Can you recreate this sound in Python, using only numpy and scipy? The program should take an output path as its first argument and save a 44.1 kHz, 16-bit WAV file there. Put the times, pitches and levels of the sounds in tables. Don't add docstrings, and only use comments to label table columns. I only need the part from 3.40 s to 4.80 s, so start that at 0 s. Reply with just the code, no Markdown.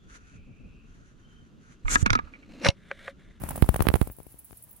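import sys
import numpy as np
from scipy import signal
from scipy.fft import rfft, irfft, next_fast_len
from scipy.io import wavfile
from scipy.ndimage import uniform_filter1d, map_coordinates

SR = 44100
rng = np.random.default_rng(int(sys.argv[2]) if len(sys.argv) > 2 else 0)


def to_wav(sig):
    pcm = np.clip(np.atleast_2d(sig), -1, 1) * 32767
    pcm = np.round(pcm).astype(np.int16)
    wavfile.write(sys.argv[1], SR, pcm.T)


def invert_db(level):
    return 10 ** (np.asarray(level, dtype=float) / 20)


N = 61739


def filtered(x, response):
    size = next_fast_len(N + SR // 2)
    return irfft(rfft(x, size) * response(np.fft.rfftfreq(size, 1 / SR)), size)[..., :N]


def add(out, start_s, db, pan_db, shape):
    part = out[:, round(start_s * SR):][:, :shape.shape[-1]]
    gain = invert_db(db + np.minimum([[pan_db], [-pan_db]], 0))
    part += gain * shape[..., :part.shape[1]]


def add_turbulence(shape, t, db, t60_s, smooth):
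    noise = uniform_filter1d(rng.standard_normal(900), size=smooth)
    shape[:900] += invert_db(db - 60 * abs(t[:900]) / t60_s) * noise


def puff(t, rise_s, length_s, lasts):
    jump = (1 + np.tanh(t / rise_s)) / 2
    ease = np.exp(-(np.maximum(t, 0) / length_s) ** 2)
    return jump * (lasts + (1 - lasts) * ease)


# t/s, peak/dB, left-right/dB, lasting share/1, length/ms
PUSHES = [
    (0.2245, -5, -29, 1.79, 0.69),
    (0.2904, -6.5, 38, 1.44, 1.44),
    (0.394, -19, 33, -0.3, 1.6),
    (0.4867, -1, -54, 0.089, 0.13),
    (0.489, -12.5, -40, 1.94, 1.4),
    (0.5021, -14, -45, 0.45, 0.55),
    (0.6149, -8.5, -49, 1.43, 0.66),
]
# t/s, peak/dB, left-right/dB, lasting share/1, length/ms
PULLS = [
    (0.4066, -6.5, 53, 1, 1.8),
    (0.4695, -7, -28, 0.11, 1.32),
    (0.5408, -4.5, -43, 0.91, 0.7),
    (0.5561, -13.5, -39, 0.27, 1.05),
    (.7, -32.5, 4, 0.074, 6.1),
]
GUST_DB, SHARP_S = 9, 0.00005


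def gusts():
    lead_s = 0.002
    out, t = np.zeros((2, N)), np.arange(N) / SR - lead_s
    for way, rows in ((0.64, PUSHES), (-0.65, PULLS)):
        for s, db, pan_db, lasts, length_ms in rows:
            ahead = 0.0077 * puff(t + 0.00068, 0.000135, 0.00075, 0)
            add_turbulence(ahead, t, db=-31, t60_s=0.036, smooth=7)
            rise_s = SHARP_S * invert_db(1.41 * np.log1p(abs(db)))
            jump = way * puff(t, rise_s, length_ms / 1000, lasts)
            add(out, s - lead_s, db + GUST_DB, pan_db, jump - ahead)
    return out


# t/s, depth/dB, width/ms, swing-back share/1
LEFT_DIPS = [(0.018, -25, 0.63, 0.05), (0.0192, -28, 1, 0.87), (0.02, -29, 0.42, 0.38),
             (0.0374, -17.5, 0.72, 0.14), (0.0388, -22.5, 0.59, 1), (0.0881, -24.5, 0.49, 0.05),
             (0.0913, -30, 0.4, 0.69), (0.1081, -25.5, 0.61, 0.38), (0.1093, -28, 0.71, 0.88),
             (0.1104, -26.5, 0.25, 0.05), (0.1162, -25, 0.39, 0.5), (0.117, -27, 0.51, 0.38),
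             (0.118, -26.5, 0.5, 0.05), (0.12, -28, 0.25, 0.05), (0.157, -28, 0.45, 0.06),
             (0.1598, -25.5, 0.48, 0.29), (0.1773, -31.0, 0.45, 0.3), (0.1789, -25.5, 0.53, 0.49),
             (0.1804, -26.5, 0.81, 0.8), (0.225, -37, 0.45, 1), (0.2268, -23.5, 0.26, 0.8),
             (0.264, -29.5, 0.51, 0.66), (0.29, -26, 0.42, 0.8), (0.3427, -22.5, 0.79, 0.57),
             (0.3441, -13, 0.32, 0.08), (0.3452, -26, 0.23, 0.8), (0.3448, -19.5, 0.29, 0.05),
             (0.3605, -22.5, 0.4, 0.13), (0.3623, -14.5, 0.45, 0.14), (0.3633, -20.5, 0.13, 0.34),
             (0.4059, -14, 0.56, 0.05), (0.4213, -45, 0.29, 0.8), (0.423, -20, 0.51, 0.46),
             (0.425, -25, 0.094, 0.98), (0.4553, -18, 0.53, 0.45), (0.5, -23, 0.79, 0.75),
             (0.5166, -21.5, 0.57, 0.66), (0.5694, -25.5, 0.29, 1), (0.6255, -21, 0.5, 0.88),
             (0.6738, -22, 0.64, 0.8), (0.6915, -39, 0.82, 0.17), (0.7106, -38.5, 0.85, 0.18),
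             (0.7865, -31.5, 0.75, 0.43), (0.8027, -28, 0.67, 0.51), (0.8673, -31, 0.95, 0.47),
             (0.9435, -36.5, 1.1, 0.8), (1.1092, -35.0, 0.38, 0.81), (1.1282, -33.5, 1.1, 0.25),
             (1.1309, -37, 0.32, 0.32),
             (1.11, -39, 0.061, .05),
    (1.1296, -40, 0.073, 0.27),
    (1.1309, -42.5, 0.076, 0.33),
]
# t/s, depth/dB, width/ms, swing-back
RIGHT_DIPS = [(0.0207, -34, 0.57, 0.28), (0.0369, -28, 0.33, 0.15), (0.0383, -20, 0.43, 0.2),
              (0.067, -28.5, 0.23, 0.47), (0.0888, -39, 0.44, 0.3), (0.0893, -22.5, 0.36, 0.58),
              (0.0901, -21, 0.42, 0.046), (0.105, -33, 0.26, 0.7), (0.1067, -25, 0.32, 0.05),
              (0.108, -21.0, 0.39, 0.23), (0.1092, -23.0, 0.78, 0.21), (0.1114, -28, 0.23, 0.43),
              (0.1127, -29, 0.52, 0.05), (0.115, -25.5, 0.27, 0.55), (0.1162, -34, 0.79, 0.22),
              (0.1564, -31, 0.33, 0.11), (0.1581, -20.5, 0.47, 0.28), (0.1595, -24.5, 0.56, 0.05),
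              (0.1788, -20.5, 0.52, 0.43), (0.2234, -38, 0.19, 0.27), (0.2432, -18.5, 0.62, 0.054),
              (0.2442, -17.0, 0.69, 0.05), (0.2886, -29, 0.36, 0.28), (0.2901, -12.5, 0.37, 0.46),
              (0.343, -20, 0.28, 0.97), (0.3441, -20, 0.95, 0.59), (0.3607, -15, 0.4, 0.57),
              (0.3606, -25, 0.33, 0.05), (0.3619, -16, 0.35, 0.058), (0.4046, -16.5, 0.37, 0.12),
              (0.4052, -16, 0.3, 0.17), (0.4061, -22, 0.78, 0.05), (0.4212, -13.5, 0.53, 0.24),
              (0.422, -22, 0.24, 0.18), (0.422, -26, 0.23, 0.05), (0.4238, -18.5, 0.66, 0.81),
              (0.485, -39, 0.2, 0.05), (0.539, -20.5, 0.52, 0.2), (0.5578, -23, 0.4, 0.087),
              (0.5592, -10, 0.56, 0.56), (0.6139, -19.5, 0.88, 0.05),
              (0.4802, -24, 0.2, .05),
    (.4811, -27, 0.18, .05),
    (0.4825, -29, 0.34, .05),
    (.487, -10, 0.36, .05),
    (0.4882, -10.5, 0.41, .05),
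    (.5022, -25, 0.35, .05),
]
EDDY_DB, QUICK = 0.26, 0.58


def eddies():
    lead_s = 0.004
    out, t = np.zeros((2, N)), np.arange(N) / SR - lead_s
    for pan_db, rows in ((28.13, LEFT_DIPS), (-36.25, RIGHT_DIPS)):
        for s, db, width_ms, back in rows:
            width_s = np.where(t < 0, 1, QUICK) * width_ms / 1000 * 0.74
            swing = back * (1 + np.tanh(t / width_s)) / 2
            dip = swing - np.exp(-(t / width_s) ** 2)
            add_turbulence(dip, t, db=-19.5, t60_s=0.013, smooth=5)
            add(out, s - lead_s, db + EDDY_DB, pan_db, dip)
    return out


def skin_noise(length):
    shared = 0.44
    common = shared * rng.standard_normal(length)
    return common + np.sqrt(1 - shared ** 2) * rng.standard_normal((2, length))


def ring(f, centre_hz, width_hz):
    loss = 1j * f * width_hz
    return (loss / (centre_hz ** 2 - f * f + loss)) ** 2


# f/Hz, width/Hz, level/dB
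PORT = [
    (10860, 4920, 6),
    (15370, 3800, 4.5),
    (3480, 2200, -12),
]
# t/s, peak/dB, left-right/dB, click share over fizz/1
SNAPS = [(0.038, -29.5, -1, 0.11), (0.091, -29.5, 3, 0.7), (0.0946, -32, -1, 0.48), (.109, -27, -2.5, .2),
         (0.1603, -30.5, 8, 0.69), (.166, -31.5, -9, 0.52), (.179, -30, 3, 0.091),
         (0.224, -25.5, -4.5, 0.44), (.262, -37, -2, 0.089), (0.2917, -27, -2, 0.96),
         (0.343, -27.5, 8, 0.3), (0.3638, -25, -5.5, 0.64), (.406, -30, 1, 0.23), (0.424, -21.5, -8.5, 1),
         (0.469, -31.5, -15, 0.37), (0.487, -24, -13, 0.69), (0.54, -26, -18, 0.2), (.556, -26, -27, 0.62),
         (0.562, -30.5, -16, 0.34), (.615, -27, -13, .3), (.628, -31, -3, 0.13), (0.675, -31.5, -14, .05)]
SNAP_DB, CLICK_S, FIZZ_S, TAIL_T60_S = 9, 0.0004, 0.0034, 0.037


def snaps():
    lead_s = 0.006
    out, t = np.zeros((2, N)), np.arange(SR // 10) / SR - lead_s
    for s, db, pan_db, click in SNAPS:
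        burst = click * np.exp(-(t / CLICK_S) ** 2)
        burst += 0.14 * np.exp(-(t / FIZZ_S) ** 2)
        burst += 0.07 * (t > 0) * invert_db(-60 * t / TAIL_T60_S)
        add(out, s - lead_s, db + SNAP_DB, pan_db, burst * skin_noise(len(t)))
    return filtered(out, lambda f: sum(invert_db(db) * ring(f, c, w) for c, w, db in PORT))


# t/s, peak/dB, left-right/dB, upper-band share/1
RUSTLES = [(0.015, -40, 4, 0.37), (0.7122, -33.5, 0, 0.77), (0.7247, -44, -7, 0.73), (0.765, -42, -5, 0.43),
           (0.7842, -41, 1, 0.37), (0.828, -45.5, -14, 0.26), (0.865, -43.5, 2, 0.36),
           (0.9173, -42.5, -2, 0.21), (0.9865, -37.5, 0, 0.32), (0.9914, -43, -15, 0.66),
           (1.0448, -33, -3.5, 0.45), (1.1153, -44.5, -1.5, 0.39), (1.17, -40.5, -3, 0.26),
           (1.2223, -41, -1, 0.22), (1.2366, -38, -4, 0.56), (1.291, -43, -9, 0.33),
           (1.3087, -40, 1.0, 0.79), (1.326, -42.5, -5, 0.54), (1.361, -42, -5, 0.27)]
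RUSTLE_DB, RUSTLE_T60_S, FAR_WIDTH_HZ = 11.5, 0.05, 2000


def rustles():
    lower, upper = np.zeros((2, 2, N))
    t = np.arange(SR // 10) / SR
    for s, db, pan_db, share in RUSTLES:
        grains = invert_db(4.0 * map_coordinates(rng.standard_normal(60), [t * 500]))
        grains *= invert_db(-60 * t / RUSTLE_T60_S) * (1 - np.exp(-t / 0.0016))
        add(lower, s, db + RUSTLE_DB, pan_db, (1 - share) * grains * skin_noise(len(t)))
        add(upper, s, db + RUSTLE_DB + 0.5, pan_db, share * grains * skin_noise(len(t)))
    low_ring = filtered(lower, lambda f: ring(f, PORT[0][0], FAR_WIDTH_HZ))
    return low_ring + filtered(upper, lambda f: ring(f, PORT[1][0], FAR_WIDTH_HZ))


def wing_skin():
    lag_s = np.array([[0.00005], [0]])
    return filtered(snaps() + rustles(), lambda f: np.exp(-2j * np.pi * f * lag_s))


def hall(x):
    t60_s, delay = 0.086, 130
    t = np.arange(SR // 3) / SR
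    tail = rng.standard_normal((2, len(t))) * invert_db(-60 * t / t60_s)
    tail /= np.linalg.norm(tail[0])
    late = np.pad(x.mean(0), (delay, 0))[None]
    return signal.fftconvolve(late, tail, axes=1)[:, :N]


def coloured(spectrum, alike):
    f, db = np.transpose(spectrum)
    white = rng.standard_normal((2, N))
    a, b = filtered(white, lambda hz: invert_db(np.interp(np.log(hz + 1), np.log(f), db)))
    angle = np.arccos(alike) / 2
    mid, side = np.cos(angle) * a, np.sin(angle) * b
    x = np.array([mid + side, mid - side])
    return x / np.sqrt(np.mean(x ** 2) + 1e-20)


def wobble(rate_hz):
    knots = rng.standard_normal(int(N * rate_hz / SR) + 4)
    return map_coordinates(knots, [np.arange(N) * rate_hz / SR])


# t/s, level/dB
NEAR = [(0.0, -46.5), (0.05, -40), (0.13, -41.5), (0.268, -46), (0.408, -42.5), (0.458, -40),
        (0.552, -45.5), (0.68, -51), (0.72, -59), (1.09, -61), (1.27, -60.5), (1.4, -61.5)]
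# f/Hz, density/dB
RUMBLE = [(18, -10), (30, 6.5), (231, -8), (286, -9.5), (397, -17), (809, -18.5), (3000, -32),
          (3900, -43.5), (6600, -120)]
# f/Hz, density/dB
HISS = [(880, -66), (1500, -15.5), (2680, -15.5), (5930, -15.5), (8680, -8.5), (10400, -1.5), (12100, -6.5),
        (15200, -3), (16500, -14.5)]
GUSTY_DB, HISS_DB, HISS_FOLLOWS = 2.2, -59.5, 0.46


def air():
    near_db = np.interp(np.arange(N) / SR, *np.transpose(NEAR))
    port_gusts_db = GUSTY_DB * np.array([wobble(40), wobble(54.75)])
    rumble = invert_db(near_db + 2.0 + port_gusts_db) * coloured(RUMBLE, 0.37)
    low = coloured([(30, -3.0), (70, -6.5), (130, -3.5), (300, -38.5)], 0.94)
    low *= invert_db(near_db - 6 + GUSTY_DB * wobble(16.0))
    hiss_db = HISS_DB + HISS_FOLLOWS * (near_db - near_db.min()) + 1.6 * wobble(29.9)
    return rumble + low + invert_db(hiss_db) * coloured(HISS, 0.033)


def scene():
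    wing = wing_skin()
    echo_db = -44
    return gusts() + eddies() + wing + invert_db(echo_db) * hall(wing) + air()


def top_cut(x):
    return signal.sosfilt(signal.butter(12, 17150, fs=SR, output="sos"), x)


def record(dry):
    low_cut_hz, top_hz, over_top_db = 50.6, 15950, -30
    x = signal.sosfilt(signal.butter(4, low_cut_hz, "high", fs=SR, output="sos"), dry)
    x = filtered(x, lambda hz: np.where(hz < top_hz, 1, invert_db(over_top_db)))
    x = x / (1 + np.abs(x) ** 12) ** (1 / 12)
    return top_cut(x)


dry = scene()
out = record(dry)
to_wav(out)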